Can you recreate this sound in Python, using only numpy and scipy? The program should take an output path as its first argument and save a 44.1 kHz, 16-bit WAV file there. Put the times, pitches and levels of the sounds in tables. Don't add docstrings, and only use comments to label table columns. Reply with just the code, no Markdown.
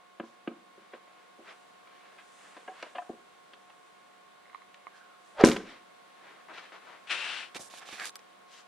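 import sys
import numpy as np
from scipy import signal
from scipy.fft import rfft, irfft, next_fast_len
from scipy.io import wavfile
from scipy.ndimage import map_coordinates

SR = 44100
rng = np.random.default_rng(int(sys.argv[2]) if len(sys.argv) > 2 else 0)


def digitize_waveform(pressure):
    field = np.atleast_2d(pressure).T
    bounded = np.clip(field, -1, 1)
    quanta = np.round(bounded * 32767).astype(np.int16)
    wavfile.write(sys.argv[1], SR, quanta)


N = 382347
T = np.arange(N) / SR
HIT_T = T[:SR // 2]
TOP_HZ = 15800


def amp(db):
    return 10 ** (np.asarray(db) / 20)


def unit(x):
    return x / np.sqrt(np.mean(x ** 2))


def peak(x, db):
    return x * amp(db) / np.abs(x).max()


def colour(x, points):
    hz, db = np.transpose(points)
    size = next_fast_len(len(x) + 2048)
    bins_hz = np.maximum(np.fft.rfftfreq(size, 1 / SR), 1)
    gain = amp(np.interp(np.log(bins_hz), np.log(hz), db))
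    return irfft(rfft(x, size) * gain, size)[:len(x)]


def cut(x, hz, kind, order=2):
    return signal.sosfilt(signal.butter(order, min(hz, TOP_HZ), kind, fs=SR, output="sos"), x)


def resonate(x, hz, width_hz):
    return signal.lfilter(*signal.iirpeak(min(hz, TOP_HZ), hz / min(width_hz, TOP_HZ), fs=SR), x)


def wander(rate_hz, size=N):
    knots = rng.standard_normal(4096)
    return np.interp(T[:size] * rate_hz, np.arange(len(knots)), knots)


def grains(size, rough_db):
    return unit(rng.standard_normal(size) * amp(rough_db * wander(400, size)))


def fade(t60):
    return np.exp(-np.log(1000) * HIT_T / t60)


def envelope(start_s, attack_s, hold_s, t60):
    t = T - start_s
    return np.clip(t / attack_s, 0, 1) * np.exp(-np.log(1000) * np.maximum(t - hold_s, 0) / t60)


def pitch_bend(x, ratio):
    return map_coordinates(x, [np.cumsum(ratio) % (N - 1)], order=3)


def add(out, start_s, x):
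    i = max(int(start_s * SR), 0)
    out[..., i:i + x.shape[-1]] += x[..., :N - i]


# freq_hz, gain_db
FAR_SIDE = [(100, -16), (300, -21), (700, -13), (1500, -14.5), (3000, -15.5), (6000, -6), (12000, 3.5)]
NEAR_SIDE = [(100, -8), (500, -5.5), (1500, -10.5), (2800, -9.5), (5000, -3.5), (10000, 4)]
def stereo(x, side_tone, pan_db=0):
    scatter = rng.standard_normal(SR // 80)
    side = colour(signal.fftconvolve(x, scatter / np.linalg.norm(scatter))[:len(x)], side_tone)
    return np.array([(x + side) * amp(pan_db / 2), (x - side) * amp(-pan_db / 2)])


# pitch_hz, level_db
WHINE = [(188.4, -81), (721.4, -69.5), (1023, -79), (1082, -65.5), (1142, -73), (1443, -75), (2164, -77.5),
         (3607, -85.5)]
# freq_hz, gain_db
HISS_TONE = [(30, -43.5), (90, -24), (150, -16.5), (185, -12.5), (260, -12), (500, -6.5), (750, -8.5),
             (1100, -8.5), (1600, -9), (2200, -13), (3800, -16), (5500, -24.5), (9500, -27), (12500, -36.5),
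             (16000, -41)]
HISS_SIDE = [(60, 10), (110, -1), (200, 4), (380, 2), (700, 5), (1290, 0.5), (2380, -1.5), (4400, -2),
             (8120, 0.5), (15000, 2)]
# time_s, level_db
HISS_LEVEL = [(0, -64), (2, -61), (4, -62.5), (7.5, -59.5), (8.67, -62)]
def camera_drive(waver=0.0011):
    mid, side = (unit(colour(rng.standard_normal(N), HISS_TONE)) for _ in range(2))
    side = colour(side, HISS_SIDE)
    hiss = np.array([mid + side, mid - side]) * amp(np.interp(T, *np.transpose(HISS_LEVEL)))
    wavering_s = np.cumsum(1 + waver * wander(12)) / SR
    whine = sum(amp(db + 1.5 * wander(26)) * np.sqrt(2) * np.sin(2 * np.pi * hz * wavering_s)
                for hz, db in WHINE)
    case_ring = amp(-78.5) * unit(resonate(rng.standard_normal(N), 1090, 130))
    return hiss + stereo(whine + case_ring, FAR_SIDE)


# pitch_hz, gain_db, t60_s
BOARD_MODES = [(182.7, -14, 0.065), (229, 4, 0.097), (275, -4, 0.11), (339, 0, 0.1), (411, -10.5, 0.12),
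               (457.7, -5, 0.1), (533, -7, 0.12), (596, -3.5, 0.0729), (708.6, 0, 0.067),
               (794, -7.5, 0.077), (1011, -7, 0.099), (1257, -3, .04), (1610, -3.5, .04),
               (2156, -8.5, 0.037), (2882, -5, 0.041)]
def board_hit(db, low_hz, high_hz, contact_s, decay_share=1, scuff=0.9):
    ring = 4 * amp(-3) * cut(rng.standard_normal(len(HIT_T)), 4400, "low") * fade(0.043)
    spreads = rng.standard_normal((len(BOARD_MODES), 2))
    for (hz, mode_db, t60), (detune, weight) in zip(BOARD_MODES, spreads):
        mode = np.sin(2 * np.pi * hz * (1 + 0.01 * detune) * HIT_T) * fade(t60 * decay_share)
        ring += np.sign(weight) * amp(mode_db + weight) * mode
    push = rng.standard_normal(len(HIT_T)) * np.exp(-HIT_T / contact_s)
    push *= scuff * np.sqrt(contact_s / 0.0037) / np.linalg.norm(push)
    push[0] += 1
    hit = signal.fftconvolve(ring, push)[:len(HIT_T)] * (1 - np.exp(-2 * HIT_T / contact_s))
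    return peak(cut(cut(hit, low_hz, "high", order=3), high_hz, "low", order=4), db)


def air_puff(db, high_hz, shove_db):
    pressure = cut(-signal.unit_impulse(len(HIT_T)), high_hz, "low", order=6)
    swing = cut(pressure, 205, "high", order=3)
    shove = amp(shove_db) * cut(pressure, 70, "low", order=1)
    return peak(swing + shove, db)


# start_s, level_db, low_hz, high_hz, contact_s
KNOCKS = [(.198, -25.5, 205, 2410, 0.00072), (.4744, -24, 182, 2400, 0.00088),
          (0.774, -46, 302, 490, 0.0065), (.934, -36, 446, 2800, .005), (1.071, -45.5, 550, 3000, 0.0084),
          (1.384, -45.5, 380, 616, 0.011), (1.872, -47, 1080, 3500, 0.0026), (2.18, -43, 1060, 3250, 0.017),
          (2.565, -37.5, 375, 3370, 0.0056), (2.677, -32.5, 610, 2000, 0.0049),
          (2.826, -28.5, 557, 3600, 0.0017), (2.949, -31, 620, 2750, 0.013),
          (2.982, -26, 630, 2480, 0.0018), (3.093, -28.5, 410, 814, 0.0028),
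          (3.534, -41, 594, 3580, 0.00091), (3.698, -45, 690, 3220, 0.0021),
          (5.563, -24.5, 404, 3360, 0.0012)]
# start_s, level_db, high_hz, shove_db
PUFFS = [(.2005, -31, 413, -30), (0.4777, -34, 370, -32), (3.099, -32.5, 500, -16)]
def knocks(decay_share=0.8, rebound_s=0.036, rebound_db=-13.5):
    out = np.zeros(N)
    for start_s, db, low_hz, high_hz, contact_s in KNOCKS:
        add(out, start_s, board_hit(db, low_hz, high_hz, contact_s, decay_share))
        rebound = board_hit(db + rebound_db, low_hz, 0.54 * high_hz, 0.004, decay_share)
        add(out, start_s + rebound_s, rebound)
    for start_s, db, high_hz, shove_db in PUFFS:
        add(out, start_s, air_puff(db, high_hz, shove_db))
    return stereo(out, FAR_SIDE)


# start_s, rise_s, fall_s, level_db, centre_hz
BRUSHES = [(0.221, 0.031, 0.13, -68.5, 4460), (0.763, 0.056, .066, -63, 1910),
           (.915, .024, 0.047, -53, 1510), (1.049, 0.086, .25, -66, 1900), (1.41, .08, 0.077, -53.5, 1790),
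           (1.8, 0.19, .3, -62, 1980), (2.299, 0.16, 0.43, -59, 1860), (2.699, 0.12, 0.099, -53.5, 2030),
           (4.9, 0.069, .06, -64.5, 4160), (5.64, 0.052, 0.12, -51, 2150), (6.14, .16, .15, -55.5, 1700),
           (6.483, 0.0034, 0.073, -47, 1320), (6.52, 0.028, 0.16, -47.5, 2050),
           (6.718, .004, 0.093, -47.5, 1704), (6.799, 0.087, 0.13, -51, 1590),
           (8.47, 0.086, 0.075, -53, 3840)]
# time_s, pan_db
FEET_PAN = [(5.7, 0), (6.8, 4)]
def carpet_brushes(uneven_db=2.5):
    out = np.zeros((2, N))
    t = T[:2 * SR]
    for start_s, rise_s, fall_s, db, hz in BRUSHES:
        speed = np.minimum(t / rise_s, 1) * np.exp(-2 * (np.maximum(t - rise_s, 0) / fall_s) ** 1.94)
        fibres = resonate(grains(len(t), rough_db=1.5), hz, 1.9 * hz)
        fibres = unit(cut(cut(fibres, 1.22 * hz, "low"), 205, "high"))
        brush = fibres * speed * amp(db + uneven_db * wander(30.6, len(t)))
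        pan_db = np.interp(start_s, *np.transpose(FEET_PAN))
        add(out, start_s, stereo(brush, NEAR_SIDE, pan_db))
    return out


# middle_s, half_length_s, level_db
CLOTH_MOVES = [(1.564, 0.19, -76.5), (2.462, 0.28, -67), (2.966, 0.21, -72), (3.7, .6, -79.5),
               (5.302, 0.1008, -71.5)]
def clothes():
    weave = cut(resonate(grains(N, rough_db=1), 8000, 6000), 9350, "low", order=6)
    moves = sum(amp(db) * np.exp(-((T - middle_s) / half_s) ** 2) for middle_s, half_s, db in CLOTH_MOVES)
    return stereo(unit(weave) * moves * amp(wander(16)), FAR_SIDE)


def plastic_clicks(rows, side_tone):
    out = np.zeros(N)
    for start_s, db, hz, width_hz, t60 in rows:
        crack = resonate(rng.standard_normal(len(HIT_T)) * fade(t60), hz, width_hz)
        crack = cut(resonate(crack, hz, 2 * width_hz), 7800, "low")
        add(out, start_s, peak(crack, db))
    return stereo(out, side_tone)


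# start_s, level_db, pitch_hz, width_hz, burst_t60_s
BINDING_HITS = [(2.679, -39, 751, 20.4, .004), (2.826, -35.5, 2400, 3800, 0.015),
                (2.984, -33, 713, 25, .0047), (4.743, -41.5, 2070, 1500, .02),
                (5.411, -28, 4450, 2300, .012), (5.4487, -10.5, 6430, 1400, .0033),
                (5.516, -19, 3040, 2000, .012), (5.567, -23, 2830, 1900, .0095)]
def binding_hits():
    return plastic_clicks(BINDING_HITS, FAR_SIDE)


# start_s, level_db, brightness_db
CREAKS = [(4.456, -47, 13), (4.464, -50, 14), (4.481, -53, 15), (4.498, -42.5, 18), (4.514, -49, 20),
          (4.531, -45, 12), (4.547, -30, 3.5), (4.619, -44, 15), (4.869, -29.5, 4.5)]
# pitch_hz, gain_db, t60_s
FRAME_MODES = [(634, -12, 0.025), (960, -17, .02), (1093, 9, .02), (1170, -1, 0.026), (1890, -6, 0.018),
               (2086, 0.5, 0.019), (3940, -8, 0.022)]
def binding_creaks(scuff=0.14):
    out = np.zeros(N)
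    for start_s, db, bright_db in CREAKS:
        ring = np.zeros(len(HIT_T))
        for hz, mode_db, t60 in FRAME_MODES:
            tilt_db = bright_db * min(np.log2(hz / 1000), 1)
            ring += amp(mode_db + tilt_db) * np.sin(2 * np.pi * hz * HIT_T) * fade(t60)
        slip = signal.unit_impulse(len(HIT_T)) + scuff * rng.standard_normal(len(HIT_T)) * fade(0.0076)
        add(out, start_s, peak(signal.fftconvolve(ring, slip)[:len(HIT_T)], db))
    creaks = cut(stereo(out, NEAR_SIDE, pan_db=-6), 680, "high")
    return cut(creaks, 3100, "low", order=3)


def hand_squeak(start_s=4.9, pitch_hz=1700, sink_per_s=1.15):
    friction = resonate(grains(N, rough_db=0), pitch_hz, width_hz=440)
    squeak = unit(resonate(friction, pitch_hz, width_hz=220))
    speed = np.exp(-sink_per_s * np.maximum(T - start_s, 0))
    gain = amp(-60) * envelope(start_s, attack_s=0.07, hold_s=0.12, t60=0.9)
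    return stereo(pitch_bend(squeak, speed) * gain, FAR_SIDE, pan_db=-3.5)


# freq_hz, gain_db
RUSH_TONE = [(150, -22.5), (300, -18.5), (450, 5), (560, -6), (700, 0), (1000, -7), (1700, -13.5),
             (2200, -15), (4300, -23), (12000, -50.5), (16000, -70.5)]
def nose_rush(peak_s=5.406, growth_db_per_s=690, ease_db_per_s=230):
    t = T - peak_s
    pitch_ratio = 1.08 - 0.14 * np.tanh(t / 0.0092)
    air = unit(colour(rng.standard_normal(N), RUSH_TONE))
    air = cut(pitch_bend(air, pitch_ratio), 3000, "low", order=1)
    swell = amp(-24 + np.minimum(growth_db_per_s * t, -ease_db_per_s * t))
    return stereo(air * swell, FAR_SIDE)


SLAP_S = 5.437
def nose_slap(flaps=4, first_gap_s=0.0176, gap_share=0.88, loss_db=1.45):
    out = np.zeros(N)
    add(out, SLAP_S, board_hit(-9, low_hz=172, high_hz=2100, contact_s=0.0018))
    add(out, SLAP_S, air_puff(1.5, high_hz=450, shove_db=-16.5))
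    flap_s = SLAP_S
    for k in range(flaps):
        flap_s += first_gap_s * gap_share ** k
        add(out, flap_s, board_hit(-14.5 - k * loss_db, low_hz=172, high_hz=480, contact_s=0.0028))
        add(out, flap_s, air_puff(-12 - k * loss_db, high_hz=378.2, shove_db=-19.5))
    return stereo(out, FAR_SIDE)


# freq_hz, gain_db
CHATTER_TONE = [(500, -8), (1000, 8.5), (2500, 3), (4500, -2.5), (6800, -4), (9000, -12.5), (11500, -14.5),
                (15000, -36.5)]
def binding_chatter(count=10, gap_s=0.009, clicks_t60=0.2):
    rattle = unit(colour(grains(N, rough_db=3.5), CHATTER_TONE)) * amp(-31)
    rattle *= envelope(SLAP_S - 0.003, attack_s=0.008, hold_s=0.052, t60=0.24)
    clicks = []
    for k, (jitter, detune) in enumerate(rng.uniform(-1, 1, (count, 2))):
        after_s = (k + 1.6 + 0.25 * jitter) * gap_s
        db = -11.5 - 60 * after_s / clicks_t60
        pitch_hz = 6350 * (1 + 0.2 * detune)
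        clicks.append((SLAP_S + after_s, db, pitch_hz, 5600, 0.008))
    return stereo(rattle, FAR_SIDE) + plastic_clicks(clicks, FAR_SIDE)


# freq_hz, gain_db
DRAG_TONE = [(150, -30.5), (370, -16.5), (730, -12), (1160, -9.5), (1490, -3.5), (2100, -6), (2700, 0.5),
             (4100, -11), (7000, -24.5), (9500, -30), (12000, -52), (15000, -67)]
def foot_drag(land_s=7.093, graze_s=0.023, graze_db=-11, landing_db=7.5, hold_s=0.22):
    t = T - land_s
    graze = amp(graze_db - landing_db) * np.clip((t + graze_s) / 0.0028, 0, 1)
    contact = graze + np.clip(t / 0.018, 0, 1)
    weight = amp(landing_db * np.exp(-(np.maximum(t, 0) / 0.055) ** 4))
    slowing_s = np.maximum(t - hold_s, 0)
    speed = np.exp(-(slowing_s / 0.15) ** 4 - slowing_s / 0.34)
    fibres = unit(colour(grains(N, rough_db=0.5), DRAG_TONE))
    drag = fibres * amp(-38) * contact * weight * speed
    return cut(stereo(drag, NEAR_SIDE, pan_db=5), 90, "high")


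# start_s, length_s, level_db, hardest_at_share, centre_hz, width_hz
STROKES = [(7.545, 0.038, -47, 0.49, 2400, 3400), (7.591, 0.094, -51, 0.12, 6330, 4530),
           (7.698, .1, -52, .52, 3400, 4500), (7.803, 0.054, -54, 0.38, 1470, 1000),
           (7.853, 0.13, -47.5, .68, 2550, 2600), (7.98, 0.082, -45, 0.39, 1710, 500),
           (7.984, 0.11, -47.5, 0.8, 3780, 6000)]
def finger_rubs(ease_db_per_stroke=11.5, uneven_db=2):
    out = np.zeros((2, N))
    for start_s, length_s, db, hardest_at, hz, width_hz in STROKES:
        slips = grains(len(HIT_T), rough_db=2)
        gate = np.clip(np.minimum(HIT_T, length_s + 0.0033 - HIT_T) / 0.0028, 0, 1)
        ease_db = ease_db_per_stroke * np.abs(HIT_T / length_s - hardest_at)
        pressure = amp(db - ease_db + uneven_db * wander(47, len(HIT_T)))
        skin = unit(cut(resonate(slips, hz, width_hz), 10500, "low", order=4))
        rumble = amp(-11) * unit(resonate(slips, 700, 1000))
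        add(out, start_s, stereo((skin + rumble) * gate * pressure, NEAR_SIDE, pan_db=-4))
    return out


# start_s, level_db, centre_hz
CASE_BUMPS = [(7.553, -38.5, 300), (7.594, -42, 260), (7.738, -36.5, 876), (7.889, -38, 804),
              (7.927, -46, 250), (7.998, -27.5, 2000), (8.055, -27.5, 6500), (8.094, -36, 6200),
              (8.1562, -31, 6030), (8.192, -44, 2200)]
def case_bumps(hollow_hz=1320):
    taps = [(start_s, db, hz, 1.74 * hz, 0.033 * (1000 / hz) ** 0.84) for start_s, db, hz in CASE_BUMPS]
    hollow = [(start_s, db - 12, hollow_hz, 900, 0.035)
              for start_s, db, hz in CASE_BUMPS if hz > 2 * hollow_hz]
    return plastic_clicks(taps + hollow, NEAR_SIDE)


# pitch_hz, width_hz, gain_db
SHELL_MODES = [(750, 190, -0.5), (1190, 180, -4), (1700, 200, -5.5), (2370, 240, -5), (3650, 250, -3),
               (11400, 1100, -2)]
def shell_ring(touch):
    return touch + sum(amp(db) * resonate(touch, hz, width_hz) for hz, width_hz, db in SHELL_MODES)


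def room(x, t60=0.49, wet_db=-13, high_hz=6157):
    decay = fade(t60) / np.linalg.norm(fade(t60))
    onset = np.clip(HIT_T / 0.0027, 0, 1)
    mid, side = (cut(rng.standard_normal(len(HIT_T)), high_hz, "low") * decay * onset for _ in range(2))
    side = colour(side, FAR_SIDE)
    tail = signal.fftconvolve(x, np.array([mid + side, mid - side]), axes=1)[:, :N]
    return x + amp(wet_db) * tail


def scene():
    handling = binding_creaks() + knocks() + binding_hits() + hand_squeak()
    drop = nose_rush() + nose_slap() + binding_chatter()
    far = room(handling + drop + carpet_brushes() + clothes())
    return far + foot_drag() + shell_ring(finger_rubs() + case_bumps()) + camera_drive()


def record(dry):
    low_pass = signal.ellip(8, 0.2, 70, TOP_HZ, fs=SR, output="sos")
    return signal.sosfilt(low_pass, np.clip(dry, -1, 1))


dry = scene()
out = record(dry)
digitize_waveform(out)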